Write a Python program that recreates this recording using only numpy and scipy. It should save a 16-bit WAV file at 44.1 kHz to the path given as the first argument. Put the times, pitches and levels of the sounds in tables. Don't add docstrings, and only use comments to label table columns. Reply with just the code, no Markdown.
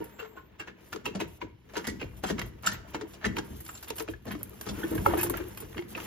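import sys
import numpy as np
from scipy import signal
from scipy.fft import rfft, irfft, next_fast_len
from scipy.io import wavfile

SR = 44100
rng = np.random.default_rng(int(sys.argv[2]) if len(sys.argv) > 2 else 0)


def ratio(d):
    e = np.asarray(d, float) / 20
    return 10 ** e


def unload_audio(sound):
    columns = np.transpose(np.atleast_2d(sound))
    steps = np.round(np.clip(columns, -1, 1) * 32767)
    wavfile.write(sys.argv[1], SR, steps.astype(np.int16))


N = 267554
PADDED = next_fast_len(N)

# start in seconds, level in dB, contact pitch in Hz,
# sharpness (treble against the rest) in dB, time for the chatter to fall 60 dB in seconds.
TAP_EVENTS = [(.003,-37.5,460,-18,0.23),(0.192,-31,1460,-39,0.11),(0.216,-40,1350,-5,0.19),(0.247,-39.5,1100,-18,0.086),
              (0.366,-43,1050,-17,0.15),(.597,-31.5,1640,-2.5,0.13),(0.674,-33.5,1750,-7.5,0.11),(0.928,-25.5,1400,0.5,0.037),(0.96,-33,1290,5.5,0.022),
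              (1.055,-21.5,2690,3,0.057),(1.062,-21.5,2700,-27,0.041),(1.077,-34,3140,-20,0.042),(1.15,-30.5,660,2,0.089),(1.201,-25,2600,3,0.087),(1.203,-23.5,2630,1,0.043),(1.211,-24,940,-2,0.033),
              (1.415,-28,2390,-9,0.056),(1.421,-33,1000,-15,0.034),(1.69,-48,1720,0.5,0.12),(1.736,-38.5,646,4,0.15),(1.755,-26,1560,-28,.15),
              (1.768,-34,955,13.5,0.1),(1.843,-28.5,1970,0,0.11),(1.869,-26,1830,8.5,0.091),(1.889,-35,2200,10.5,0.11),(1.997,-37,2660,-22,0.06),
              (2.013,-27.5,2640,-3.5,0.053),(2.027,-28.5,2420,-16,0.015),(2.237,-21.5,760,-3,0.066),(2.246,-30,1500,-6,0.099),(2.264,-29.5,3150,6.5,0.13),(2.281,-31,1750,6,0.15),
              (2.3,-24.5,675,2,0.067),(2.382,-26,2090,-22,0.089),(2.393,-30,990,12,0.023),(2.415,-21.5,1980,-38,0.03),(2.634,-33.5,1390,1.5,0.17),
              (2.652,-28.5,1390,-34,0.15),(2.663,-40,1390,27.5,0.14),(2.673,-22.5,1580,-52,0.087),(2.716,-34,1900,12.5,0.089),(2.733,-34,2010,-28,0.15),
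              (2.945,-24.5,1010,-3,0.063),(3.011,-28,980,-2.5,0.052),(3.135,-45,726,10,0.12),(3.213,-37,1750,-38,0.28),(3.243,-20.5,1750,-40,0.051),
              (3.25,-20.5,2060,3,0.09),(3.367,-22.5,2440,-30,0.026),(3.383,-23.5,1590,3,0.051),(3.604,-46,1950,-9,0.048),(3.663,-41,1490,11.5,0.036),
              (3.69,-32.5,1350,-30,0.067),(3.751,-41.5,1490,11,0.063),(3.774,-41,4370,10,0.061),(3.827,-39,1530,7.5,0.065),(3.843,-45.5,1500,14.5,0.033),(3.876,-35,3440,-18,0.13),
              (3.902,-26.5,2580,7.5,0.034),(3.982,-29.5,2850,8.5,0.041),(3.997,-28.5,2500,9.5,0.038),(4.002,-28.5,990,0,0.055),(4.078,-32,1500,-17,0.023),(4.085,-28,2500,-5,0.031),(4.137,-37,1740,-10,0.012),
              (4.254,-36,660,-20,0.23),(4.268,-36,680,1,0.21),(4.308,-28,1930,-41,0.1),(4.35,-33.5,1230,-10,0.042),(4.409,-38.5,606,-14,0.043),
              (4.611,-34.5,1570,12,0.02),(4.665,-32,1330,4,0.13),(4.688,-31,655,9.5,0.081),(4.745,-39,1470,-25,0.19),(4.79,-37,1380,-25,0.078),(4.832,-39,1580,-8,0.036),(4.915,-32.5,590,-22,0.25),
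              (4.952,-30,640,-34,0.048),(4.978,-27,1650,-21,0.038),(5.06,-17,1190,-27,0.029),(5.063,-23,890,-29,0.0078),(5.075,-27,880,-22,0.42),(5.136,-24,930,-30,0.045),(5.171,-25,925,-20,0.12),
              (5.187,-27,1680,3,0.15),(5.205,-30,2550,-2,0.13),(5.233,-27.5,1480,-19,0.025),(5.262,-32,1065,-16,0.056),(5.298,-30,1550,0,0.04),(5.338,-28,1970,-12,0.039),(5.362,-30,1800,-9,0.018),(5.373,-31.5,1700,-12,0.078),
              (5.402,-32,1590,-11,0.072),(5.574,-32,2470,-13,0.031),(5.622,-38.5,1170,-5,0.059),(5.728,-41.5,1940,-12,0.023),(5.745,-37.5,1080,-20,0.041),(5.769,-33.5,2500,-17,0.02),
              (5.779,-26,1940,-13,0.028),(5.791,-29,2080,-20,0.02),(5.822,-37.5,2000,-15,0.028),(5.951,-29.5,2420,-8,0.081),(5.977,-28,1245,-13,0.045),(5.975,-33,2390,-30,0.019),(6.001,-27,2600,2,0.016),(6.058,-33.5,1720,-8,0.043)]
# start in seconds,
# pitch at the start in Hz, level in dB, rise in seconds, time to fall 60 dB in seconds.
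NOTE_EVENTS = [(.002,456,-37.5,0.0072,0.097),(.01,940,-42,0.014,0.078),(.197,470,-43,0.0028,0.14),(0.221,440,-43,0.0063,0.24),(0.365,1073,-46.5,0.014,0.14),(.37,1480,-45.5,0.006,0.12),(.929,1390,-37,0.0022,.02),(0.962,432,-32,0.0055,0.028),
               (1.058,976,-36,0.0065,0.075),(1.066,436,-35,0.0073,0.1),(1.15,660,-40,.003,0.04),(1.151,195,-31,0.0035,0.17),(1.208,423,-37.5,.004,0.18),(1.215,322,-36,0.0066,0.09),(1.416,977,-40,0.0054,0.046),
               (1.445,322,-37,0.0074,0.047),(1.768,357,-34,0.0048,0.071),(1.77,952,-33,.003,0.067),(1.869,1800,-36,0.0035,.054),(1.877,1950,-35.5,0.0043,0.12),
               (1.882,205,-29.5,0.0049,0.053),(2.24,187,-39.5,0.0036,0.092),(2.3,1845,-37.5,0.0028,0.086),(2.305,429,-33,0.0037,0.096),(2.315,202,-31,0.0088,0.065),(2.384,188,-36,0.01,0.049),
               (2.424,333,-36.5,0.0046,0.034),(2.668,2940,-31.5,0.0058,0.038),(2.669,1767,-34,.005,0.16),(2.67,192.6,-38.5,0.0068,0.23),(2.671,1397,-21,0.0024,0.022),(2.719,1850,-35.5,0.0024,0.046),
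               (3.011,425,-35.5,0.0073,0.086),(3.032,324,-33.5,0.006,0.088),(3.245,1796,-23,0.0045,0.022),
               (3.247,309,-32,0.0034,0.045),(3.252,204,-31,0.01,0.12),(3.262,1970,-42.5,.006,0.31),(3.297,216,-33,0.0044,0.043),(3.364,2760,-40.5,0.0019,0.034),(3.368,932,-35,0.004,0.056),
               (3.368,370,-46,0.0048,0.052),(3.391,317,-33.5,0.003,0.093),(3.493,194,-37,0.016,0.22),(3.904,930,-36.5,0.0038,0.054),(3.905,447,-34,0.005,0.052),(4.003,449,-32.5,0.0048,0.088),
               (4.135,1700,-44,.004,0.036),(4.279,226,-35,0.014,.05),(4.352,302,-32,0.0037,0.08),(4.672,202,-36.5,0.0059,0.27),(4.831,1490,-31,0.0024,0.05),(4.832,1773,-35.5,.003,0.063),(4.833,3310,-43,.004,0.035),(4.836,325.5,-24,0.0088,0.086),(4.904,322.5,-30,0.021,0.28),(4.948,324.5,-32.5,0.0071,0.16),
               (5.061,1318,-16,0.0019,0.029),(5.062,880,-17,0.0013,0.019),(5.067,557,-27,0.005,0.077),(5.099,955,-33.5,0.0095,.05),(5.135,693,-23.5,0.0014,0.035),(5.137,1210,-26,0.0012,0.014),(5.075,347,-29.5,0.012,0.33),(5.14,335,-25.5,0.012,0.063),(5.169,354,-27.5,0.022,0.062),(5.182,1686,-34.5,0.0058,0.079),(5.189,2540,-34,0.0071,0.065),(5.218,345.6,-33,0.0043,0.74),(5.23,902,-33,0.0048,0.059),(5.266,336.7,-35.5,0.017,0.17),(5.298,1085,-29.5,0.0025,0.024),(5.339,1390,-34.5,.003,0.052),
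               (5.405,367,-36.5,0.011,0.25),(5.787,352,-32,.012,0.097),(5.79,2130,-46,0.0024,.03),(5.95,2600,-27.5,0.00091,0.011),(5.955,190,-42,0.0035,0.052),(5.985,918,-43,.004,0.093),(6.028,176,-47,0.005,.07)]
# pitch in Hz, relative level in dB,
# time to fall 60 dB in seconds when tapped (rubbing shortens it).
STEEL_MODES = [(940, -4, 0.04), (1260, -23, 0.044), (1390, 18, 0.0074), (1750, 16.5, 0.015),
               (1970, -14, 0.05), (2170, 11.5, 0.04), (2580, 9.5, 0.026), (2784, 13.5, 0.032),
               (3185, 6.5, 0.092), (3860, 4, 0.087), (4360, 8, 0.04)]
# pitch in Hz,
# relative level in dB, time to fall 60 dB in seconds before each use shortens it.
HOLLOW_MODES = [(59, -4.5, 0.2), (108.7, -2.5, 0.2), (200.4, -3, 0.27), (239, -10, 0.21), (323, 9, 0.21),
                (424.5, 9.5, 0.099), (494, -9.5, 0.12)]
# time in seconds, pressure on the parts as rubbing level in dB,
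# movement of the gloves as rustle level in dB (before a small trim).
HAND_WORK = [(0.0, -57, -68), (0.64, -67, -92), (0.83, -62, -73), (1.23, -60.5, -91), (1.45, -66, -83),
             (1.62, -72.5, -79), (1.72, -56, -66), (1.87, -61, -76), (2.16, -59.5, -64), (2.5, -62, -69),
             (2.96, -56.5, -76), (3.73, -60, -52), (3.89, -59.5, -57), (4.12, -71, -75), (4.68, -53.5, -50),
             (4.83, -46.5, -47), (5.1, -51.5, -44), (5.25, -49, -73), (5.39, -49.5, -52.5),
             (5.78, -59.5, -54.5), (6.07, -49, -88)]
# frequency in Hz, relative level in dB per Hz.
RUBBING_COLOUR = [(300, 10.5), (600, 4), (720, -1), (950, 5), (1150, 1.5), (1400, 3), (1800, 3.5),
                  (2800, -2), (4500, -17)]
# frequency in Hz, relative level in dB per Hz.
SCUFFING_COLOUR = [(1800, -69), (3000, 4.5), (4200, -1), (6000, 4), (7500, 2), (10000, -85)]
# start in seconds, cavity level in dB,
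# panel level in dB, frame level in dB.
SHOVE_EVENTS = [(.003,-41,-68,-78),(0.369,-52,-71,-58),(0.597,-48.5,-56,-79),(0.678,-48,-57,-70),(0.944,-44.5,-50,-75),(1.063,-37,-44,-52.5),
                (1.148,-41,-44,-56),(1.206,-34.5,-49,-46),(1.421,-39,-52.5,-49),(1.771,-35,-43,-68),(1.871,-37,-36,-42.5),(2.016,-37,-50.5,-43),
                (2.235,-47,-37.5,-51),(2.302,-36,-35.5,-41.5),(2.399,-41.5,-50,-41.5),(2.67,-61,-46.5,-43.5),(2.947,-36.5,-58,-54),
                (3.02,-44,-69,-76),(3.244,-32.5,-31,-39.5),(3.32,-55,-50,-59),(3.371,-34,-47,-58),(3.498,-64,-48,-43.5),
                (3.902,-42,-56,-52),(3.999,-39,-67,-53),(4.084,-36,-65,-49),(4.259,-40,-48,-45),(4.302,-58,-40,-43.5),(4.665,-41,-41.5,-42.5),
                (4.778,-39,-58,-59),(4.834,-40.5,-43.5,-63),(4.908,-34,-38,-35.5),(4.957,-34,-38.5,-35.5),(5.064,-28,-39,-33.5),(5.137,-29,-64,-58),
                (5.18,-43,-57,-61),(5.231,-34,-54,-45),(5.3,-34,-52,-43.5),(5.396,-33,-66,-61),(5.621,-42.5,-72,-44),(5.757,-39.5,-44,-57),(5.956,-39.5,-62,-68)]
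# cavity, panel and frame in dB.
LEANING_DB = [-3.5, -1, -1.5]
# frequency in Hz, relative level in dB per Hz.
PUSHING_COLOUR = [(15, -47), (25, -62), (40, -9), (59, 2.5), (155, -2.5), (194, -0.5), (267, 0.5), (339, 9),
                  (494, 5), (700, -6.5), (910, -88), (1540, -120)]
# start in seconds, time held in seconds,
# rustle level in dB (before a small trim).
GLOVE_STROKES = [(0,0.092,-61),(.8,0.16,-61.5),(1.07,.03,-65),(1.27,0.091,-57),(1.749,0.13,-58),(1.84,0.12,-63),(2.16,0.02,-55),
                 (2.26,0.045,-49.5),(2.45,0.028,-55),(2.63,0.033,-56),(2.87,0.034,-56),(3.07,0.072,-56.5),(3.441,0.18,-57.5),(3.55,0.011,-51),(3.64,0.039,-46),
                 (3.951,0.061,-41.5),(4.09,0.018,-48),(4.26,0.13,-57.5),(4.78,0.0088,-45),(4.86,0.017,-50),(5.08,0.1,-48),(5.18,0.083,-40),
                 (5.499,0.035,-54),(5.877,0.038,-46),(5.96,0.075,-48),(6.03,.04,-45)]
# frequency in Hz, relative level in dB per Hz.
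GLOVE_COLOUR = [(1500, 2.5), (3500, -3), (6000, -1.5), (9500, 16.5), (13000, 8), (15000, 8), (15850, -22),
                (16150, -56)]
# start in seconds, level in dB before a boost and the glove colour,
# strength of the fizzing tail in dB.
SNAP_EVENTS = [(0.043, -37.5, -24.5), (0.929, -42.5, -19.5), (1.059, -41.5, -19), (1.202, -48, -18),
               (1.767, -47, -14), (1.872, -37.5, -16.5), (2.045, -55, -34), (2.235, -46.5, -11.5),
               (2.393, -44, -23), (2.417, -40, -25), (2.464, -45, -24), (2.625, -52, -12),
               (2.6653, -30, -22), (2.731, -37, -31), (3.3669, -40.5, -19), (3.6046, -40.5, -14.5),
               (3.827, -45, -11.5), (3.882, -43, -12), (3.904, -35, -38), (3.962, -54, -21),
               (3.9846, -54, 1), (4.255, -45, -25), (4.3156, -44, -11), (4.4312, -23, -32),
               (4.496, -39, -42), (4.612, -36, -17), (4.911, -41.5, -15), (4.9503, -37, -13),
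               (5.064, -30.5, -20), (5.175, -38.5, -7.5), (5.2127, -21.5, -24), (5.231, -26, -10.5),
               (5.298, -22.5, -22), (5.3718, -28.5, -25), (5.485, -40, -24), (5.574, -36, -18.5),
               (5.603, -43, -9), ]
# start in seconds, time held in seconds,
# low mode level in dB, middle mode level in dB, top mode level in dB.
BOLT_EVENTS = [(.11,0.36,-94,-81,-72),(.13,0.21,-96,-70,-84),(0.193,0.0077,-46.5,-58.5,-59),(.364,0.005,-65,-65,-107),(0.596,0.0026,-43.5,-48.5,-64),
               (2.66,0.0092,-46.5,-31,-48),(2.73,0.0064,-69,-45.5,-52),(3.69,0.015,-67,-47,-65),(3.739,0.038,-66,-52.5,-76)]
# pitch in Hz, width of the friction noise in Hz,
# beat of the split mode in Hz, friction noise against the ring as a ratio.
BOLT_MODES = [(2740, 35, 56, 0.083), (7340, 53, 4, 0.71), (13670, 17, 2, 0.69)]
BOLT_FADES_S = [0.097, 0.051, .09]
# frequency in Hz, relative level in dB per Hz.
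ROOM_COLOUR = [(18, -45), (30, -21), (76, 18), (148, -23), (324, -10), (577, -24), (1450, -61),
               (2780, -10.5), (3190, -14), (7500, -32), (9750, -68), (16500, -120)]
# frequency in Hz, share in common.
ARRIVING_LIKENESS = [(60, 0.67), (130, 0.79), (290, 0.49), (640, 0.067), (1400, 0.53), (3000, 0.028),
                     (6000, 0.37), (7600, 0.88), (8200, 0.031), (9800, 0.06), (11000, 1), (12400, 0.38),
                     (13000, 0.21)]
# frequency in Hz, lead of the left in radians.
CHANNEL_PHASE = [(4000, 0), (5500, 2), (7000, 2.0), (7600, 2.2), (8000, np.pi), (9800, np.pi), (11000, 4.2),
                 (12900, 2 * np.pi)]
# frequency in Hz, left against right in dB
CHANNEL_BALANCE = [(60, 3), (380, 1.5), (1000, 0), (2400, -1), (4400, -0.5)]
# frequency in Hz, share of the difference kept.
DIFFERENCE_KEPT = [(7600, 1), (8000, .03), (9800, .03), (10600, 0.8), (12400, 0.84), (13000, .1)]


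def taps():
    rise_share, blow = 0.064, 5.98
    thud_db, blunt_hz = -25, 9360
    size = SR // 3
    t, out = np.arange(size) / SR, np.zeros(N + size)
    low = signal.butter(2, [90, 900], "band", fs=SR, output="sos")
    high = signal.butter(2, [3000, 11200], "band", fs=SR, output="sos")
    for s, db, hz, sharp_db, t60 in TAP_EVENTS:
        unevenness = ratio(2.2 * rng.standard_normal(size // 64 + 1)).repeat(64)[:size]
        rattle = rng.standard_normal(size) * unevenness
        chatter = rattle * ratio(-60 * t / max(t60, .01)) * np.minimum(t / (rise_share * t60), 1)
        chatter[40] += blow
        strengths = rng.normal(0, 2.5, 32)
        steel = np.zeros(size)
        for (mode_hz, level_db, ring_s), chance_db in zip(STEEL_MODES, strengths):
            distance_db = 10.4 * abs(np.log2(mode_hz / hz))
            steel += ratio(level_db + chance_db - distance_db) * ring(chatter, mode_hz, ring_s)
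        boom = np.zeros(size)
        for (mode_hz, level_db, ring_s), chance_db in zip(HOLLOW_MODES, strengths[16:]):
            boom += ratio(level_db + chance_db) * ring(chatter, mode_hz, 0.18 * ring_s)
        around_pitch = signal.butter(2, [hz / 3.86, hz * 1.59], "band", fs=SR, output="sos")
        body = signal.sosfilt(around_pitch, chatter)
        pitch = ring(chatter, hz, 0.022)
        tap = peak_one(0.33 * peak_one(pitch) + 0.5 * peak_one(steel) + 0.64 * peak_one(body))
        dull = signal.butter(2, min(hz * 3.37 + 900, 9000), fs=SR, output="sos")
        tap = signal.sosfilt(dull, tap)
        treble = signal.sosfilt(high, chatter * ratio(-60 * t / 1.6))
        tap += ratio(sharp_db) * peak_one(treble)
        tap += ratio(thud_db) * peak_one(signal.sosfilt(low, boom))
        at = round(s * SR)
        out[at:at + size] += ratio(db) * tap
    return signal.sosfilt(signal.butter(4, blunt_hz, fs=SR, output="sos"), out[:N])


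def notes():
    pitch_sag = 0.024
    size = SR // 3
    t, out = np.arange(size) / SR, np.zeros(N + size)
    for s, hz, db, rise_s, t60 in NOTE_EVENTS:
        rise = np.sin(np.pi / 2 * np.minimum(t / rise_s, 1))
        fade = ratio(db - 60 * np.maximum(t - rise_s, 0) / t60)
        waver = ratio(2.5 * np.interp(t * hz / 5, np.arange(size), rng.standard_normal(size)))
        falling_hz = hz * (1 - pitch_sag * np.minimum(t / t60, 1))
        tone = np.sin(2 * np.pi * (rng.random() + np.cumsum(falling_hz) / SR))
        at = round(s * SR)
        out[at:at + size] += rise * fade * waver * tone
    return out[:N]


def rubbing(friction):
    plain = coloured(friction, RUBBING_COLOUR)
    catches = grains(260, spread_db=3.5, smooth=0)
    dealt = rng.integers(0, 14, N)
    knocks = np.zeros(N)
    for k, hz in enumerate(np.geomspace(650, 3400, 14)):
        once = ring(catches * (dealt == k), hz, 29 / hz)
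        knocks += ring(once, hz, 3.1 / hz)
    steel = sum(ratio(db) * rms_one(ring(plain, hz, .5 * t60)) for hz, db, t60 in STEEL_MODES)
    return rms_one(plain + 0.14 * rms_one(steel) + 0.62 * coloured(knocks, RUBBING_COLOUR))


def dragging():
    lead_s, lead_db = 0.014, -2
    s, db, *_ = np.transpose(TAP_EVENTS)
    slide = swells(s, db, 0.0017, 0.17)
    graze = swells(s - lead_s, db + lead_db, lead_s, 0.02)
    return np.hypot(slide, graze)


def scrapes(pressure_db, glove_db):
    drag_db, drag_scuff_db = -20, -32.5
    scuff_db, from_glove = -13, 0.78
    drag = dragging()
    friction = grains(1500, spread_db=2.0, smooth=0.62)
    scuff_db = scuff_db + from_glove * glove_db + (1 - from_glove) * pressure_db
    rubs = rubbing(friction) * np.hypot(ratio(pressure_db), ratio(drag_db) * drag)
    scuffs = coloured(friction, SCUFFING_COLOUR) * np.hypot(ratio(scuff_db), ratio(drag_scuff_db) * drag)
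    return rubs + scuffs


def pushing(modes):
    noise = coloured(rng.standard_normal(N), PUSHING_COLOUR)
    return rms_one(sum(ratio(db) * rms_one(ring(noise, hz, 0.26 * t60)) for hz, db, t60 in modes))


def shoves(pressure_db):
    s, *levels = np.transpose(SHOVE_EVENTS)
    cavity, panel, frame = HOLLOW_MODES[4:], HOLLOW_MODES[2:4], HOLLOW_MODES[:2]
    shapes = [(cavity, 0.0053, 0.19), (panel, 0.0081, 0.58), (frame, 0.026, 1)]   # modes, rise s, fade s
    out = np.zeros(N)
    for (modes, rise_s, t60), db, lean_db in zip(shapes, levels, LEANING_DB):
        out += pushing(modes) * np.hypot(ratio(pressure_db + lean_db), swells(s, db, rise_s, t60))
    return out


def snaps():
    size = SR // 10
    t, out = np.arange(size) / SR, np.zeros(N + size)
    crack = ratio(-60 * t / 0.0017) * np.cos(2 * np.pi * 13000 * t)
    for s, db, tail_db in SNAP_EVENTS:
        fizz = ratio(tail_db - 60 * t / 0.089) * np.minimum(t / 0.00028, 1) * rng.standard_normal(size)
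        at = round(s * SR)
        out[at:at + size] += ratio(db + 6.5) * (0.5 * crack + fizz)
    return through(out[:N], ratio(at_hz(GLOVE_COLOUR)))


def glove_movement(glove_db):
    s, held_s, db = np.transpose(GLOVE_STROKES)
    strokes = swells(s, db, 0.0096, 0.089, held_s)
    return 20 * np.log10(np.hypot(ratio(glove_db), strokes))


def rustle(glove_db):
    noise = grains(1600, spread_db=4.5, smooth=0.79)
    return coloured(noise, GLOVE_COLOUR) * ratio(glove_db - 3)


def bolt():
    s, held_s, *levels = np.transpose(BOLT_EVENTS)
    t, out = np.arange(N) / SR, np.zeros(N)
    since = t - s[np.maximum(np.searchsorted(s, t) - 1, 0)]
    for (hz, width_hz, beat_hz, noisy), db, t60 in zip(BOLT_MODES, levels, BOLT_FADES_S):
        rough = rms_one(ring(rng.standard_normal(N), hz, np.log(1000) / np.pi / width_hz))
        first = np.sin(2 * np.pi * hz * t)
        second = 0.48 * np.sin(2 * np.pi * (hz * t + beat_hz * (since - .006)))
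        singing = rms_one(rms_one(first + second) + noisy * rough)
        out += swells(s, db, .002, t60, held_s) * singing
    return out


def room_tone():
    return coloured(rng.standard_normal(N), ROOM_COLOUR) * ratio(-67.5)


def garage(x):
    t60, wall_cut_hz = .45, 5200
    t = np.arange(SR // 2) / SR
    echoes = rng.standard_normal((2, len(t))) * ratio(-60 * t / t60) * (t > .004)
    echoes = signal.sosfilt(signal.butter(1, wall_cut_hz, fs=SR, output="sos"), echoes)
    return signal.fftconvolve(x[None], echoes / np.linalg.norm(echoes[0]), axes=1)[:, :N]


def two_ports(x):
    alike = np.clip(at_hz(ARRIVING_LIKENESS), 0, 1)
    bursts = rng.standard_normal((2, 512)) * ratio(-60 * np.arange(512) / SR / 0.028)
    near = rfft(bursts, PADDED)
    near = near / np.sqrt(np.mean(np.abs(near) ** 2))
    first, second = through(x, np.sqrt((1 - alike) / (1 + alike)) * near)
    place = 3.1 * drift(4.19)
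    side = first * np.cos(place) + second * np.sin(place)
    return np.array([x + side, x - side])


def rms_one(x):
    return x / np.sqrt(np.mean(x ** 2) + 1e-20)


def peak_one(x):
    return x / np.max(np.abs(x))


def in_time(rows):
    s, *columns = np.transpose(rows)
    return [np.interp(np.arange(N) / SR, s, c) for c in columns]


def at_hz(points):
    hz, value = np.transpose(points)
    return np.interp(np.log(np.fft.rfftfreq(PADDED, 1 / SR) + 1), np.log(hz), value)


def through(x, response):
    return irfft(rfft(x, PADDED) * response, PADDED)[..., :N]


def coloured(x, spectrum):
    return rms_one(through(x, ratio(at_hz(spectrum))))


def drift(rate):
    r = np.exp(-80 * np.pi * rate / SR)
    noise = rng.standard_normal(N // 40 + 2002)
    slow = signal.lfilter([1], [1, -2 * r, r * r], noise)[2000:]
    return np.interp(np.arange(N) / 40, np.arange(len(slow)), rms_one(slow))


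def ring(clicks, hz, t60):
    r, w = ratio(-60 / (max(t60, .002) * SR)), 2 * np.pi * hz / SR
    return signal.lfilter([0, np.sin(w)], [1, -2 * r * np.cos(w), r * r], clicks + 1e-18)


def grains(per_s, spread_db, smooth):
    sizes = ratio(spread_db * np.minimum(rng.exponential(1, N), 4)) * rng.choice([-1, 1], N)
    born = rng.random(N) < per_s * ratio(5 * drift(15)) / SR
    return rms_one(sizes * born) + smooth * rng.standard_normal(N)


def swells(s, db, rise_s, t60, held_s=0):
    t = np.arange(0, N, 32) / SR
    since = t[:, None] - np.asarray(s)
    level_db = db - 60 * np.maximum(since - rise_s - held_s, 0) / max(t60, .02)
    power = np.clip(since / max(rise_s, .001), 0, 1) ** 2 * ratio(2 * level_db)
    return np.interp(np.arange(N) / SR, t, np.sqrt(power.sum(axis=1)))


def scene():
    pressure_db, glove_db = in_time(HAND_WORK)
    glove_db = glove_movement(glove_db)
    hits = taps() + notes() + snaps()
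    work = scrapes(pressure_db, glove_db) + shoves(pressure_db) + rustle(glove_db) + bolt()
    return two_ports(hits + work + room_tone()) + ratio(-15.5) * garage(hits)


def top_cut(x):
    return signal.sosfilt(signal.butter(12, 17010, fs=SR, output="sos"), x)


def record(dry):
    dry = signal.sosfilt(signal.butter(2, 40, "high", fs=SR, output="sos"), dry)
    dry = signal.sosfilt(signal.butter(12, 16500, fs=SR, output="sos"), dry)
    kept = at_hz(DIFFERENCE_KEPT)
    mid = (dry[0] + dry[1]) / 2
    side = through(dry[0] - dry[1], kept / 2)
    half = np.exp(.5j * at_hz(CHANNEL_PHASE)) * ratio(at_hz(CHANNEL_BALANCE) * kept / 2)
    mix = through([mid + side, mid - side], [half, 1 / half])
    return top_cut(mix)


dry = scene()
out = record(dry)
unload_audio(out)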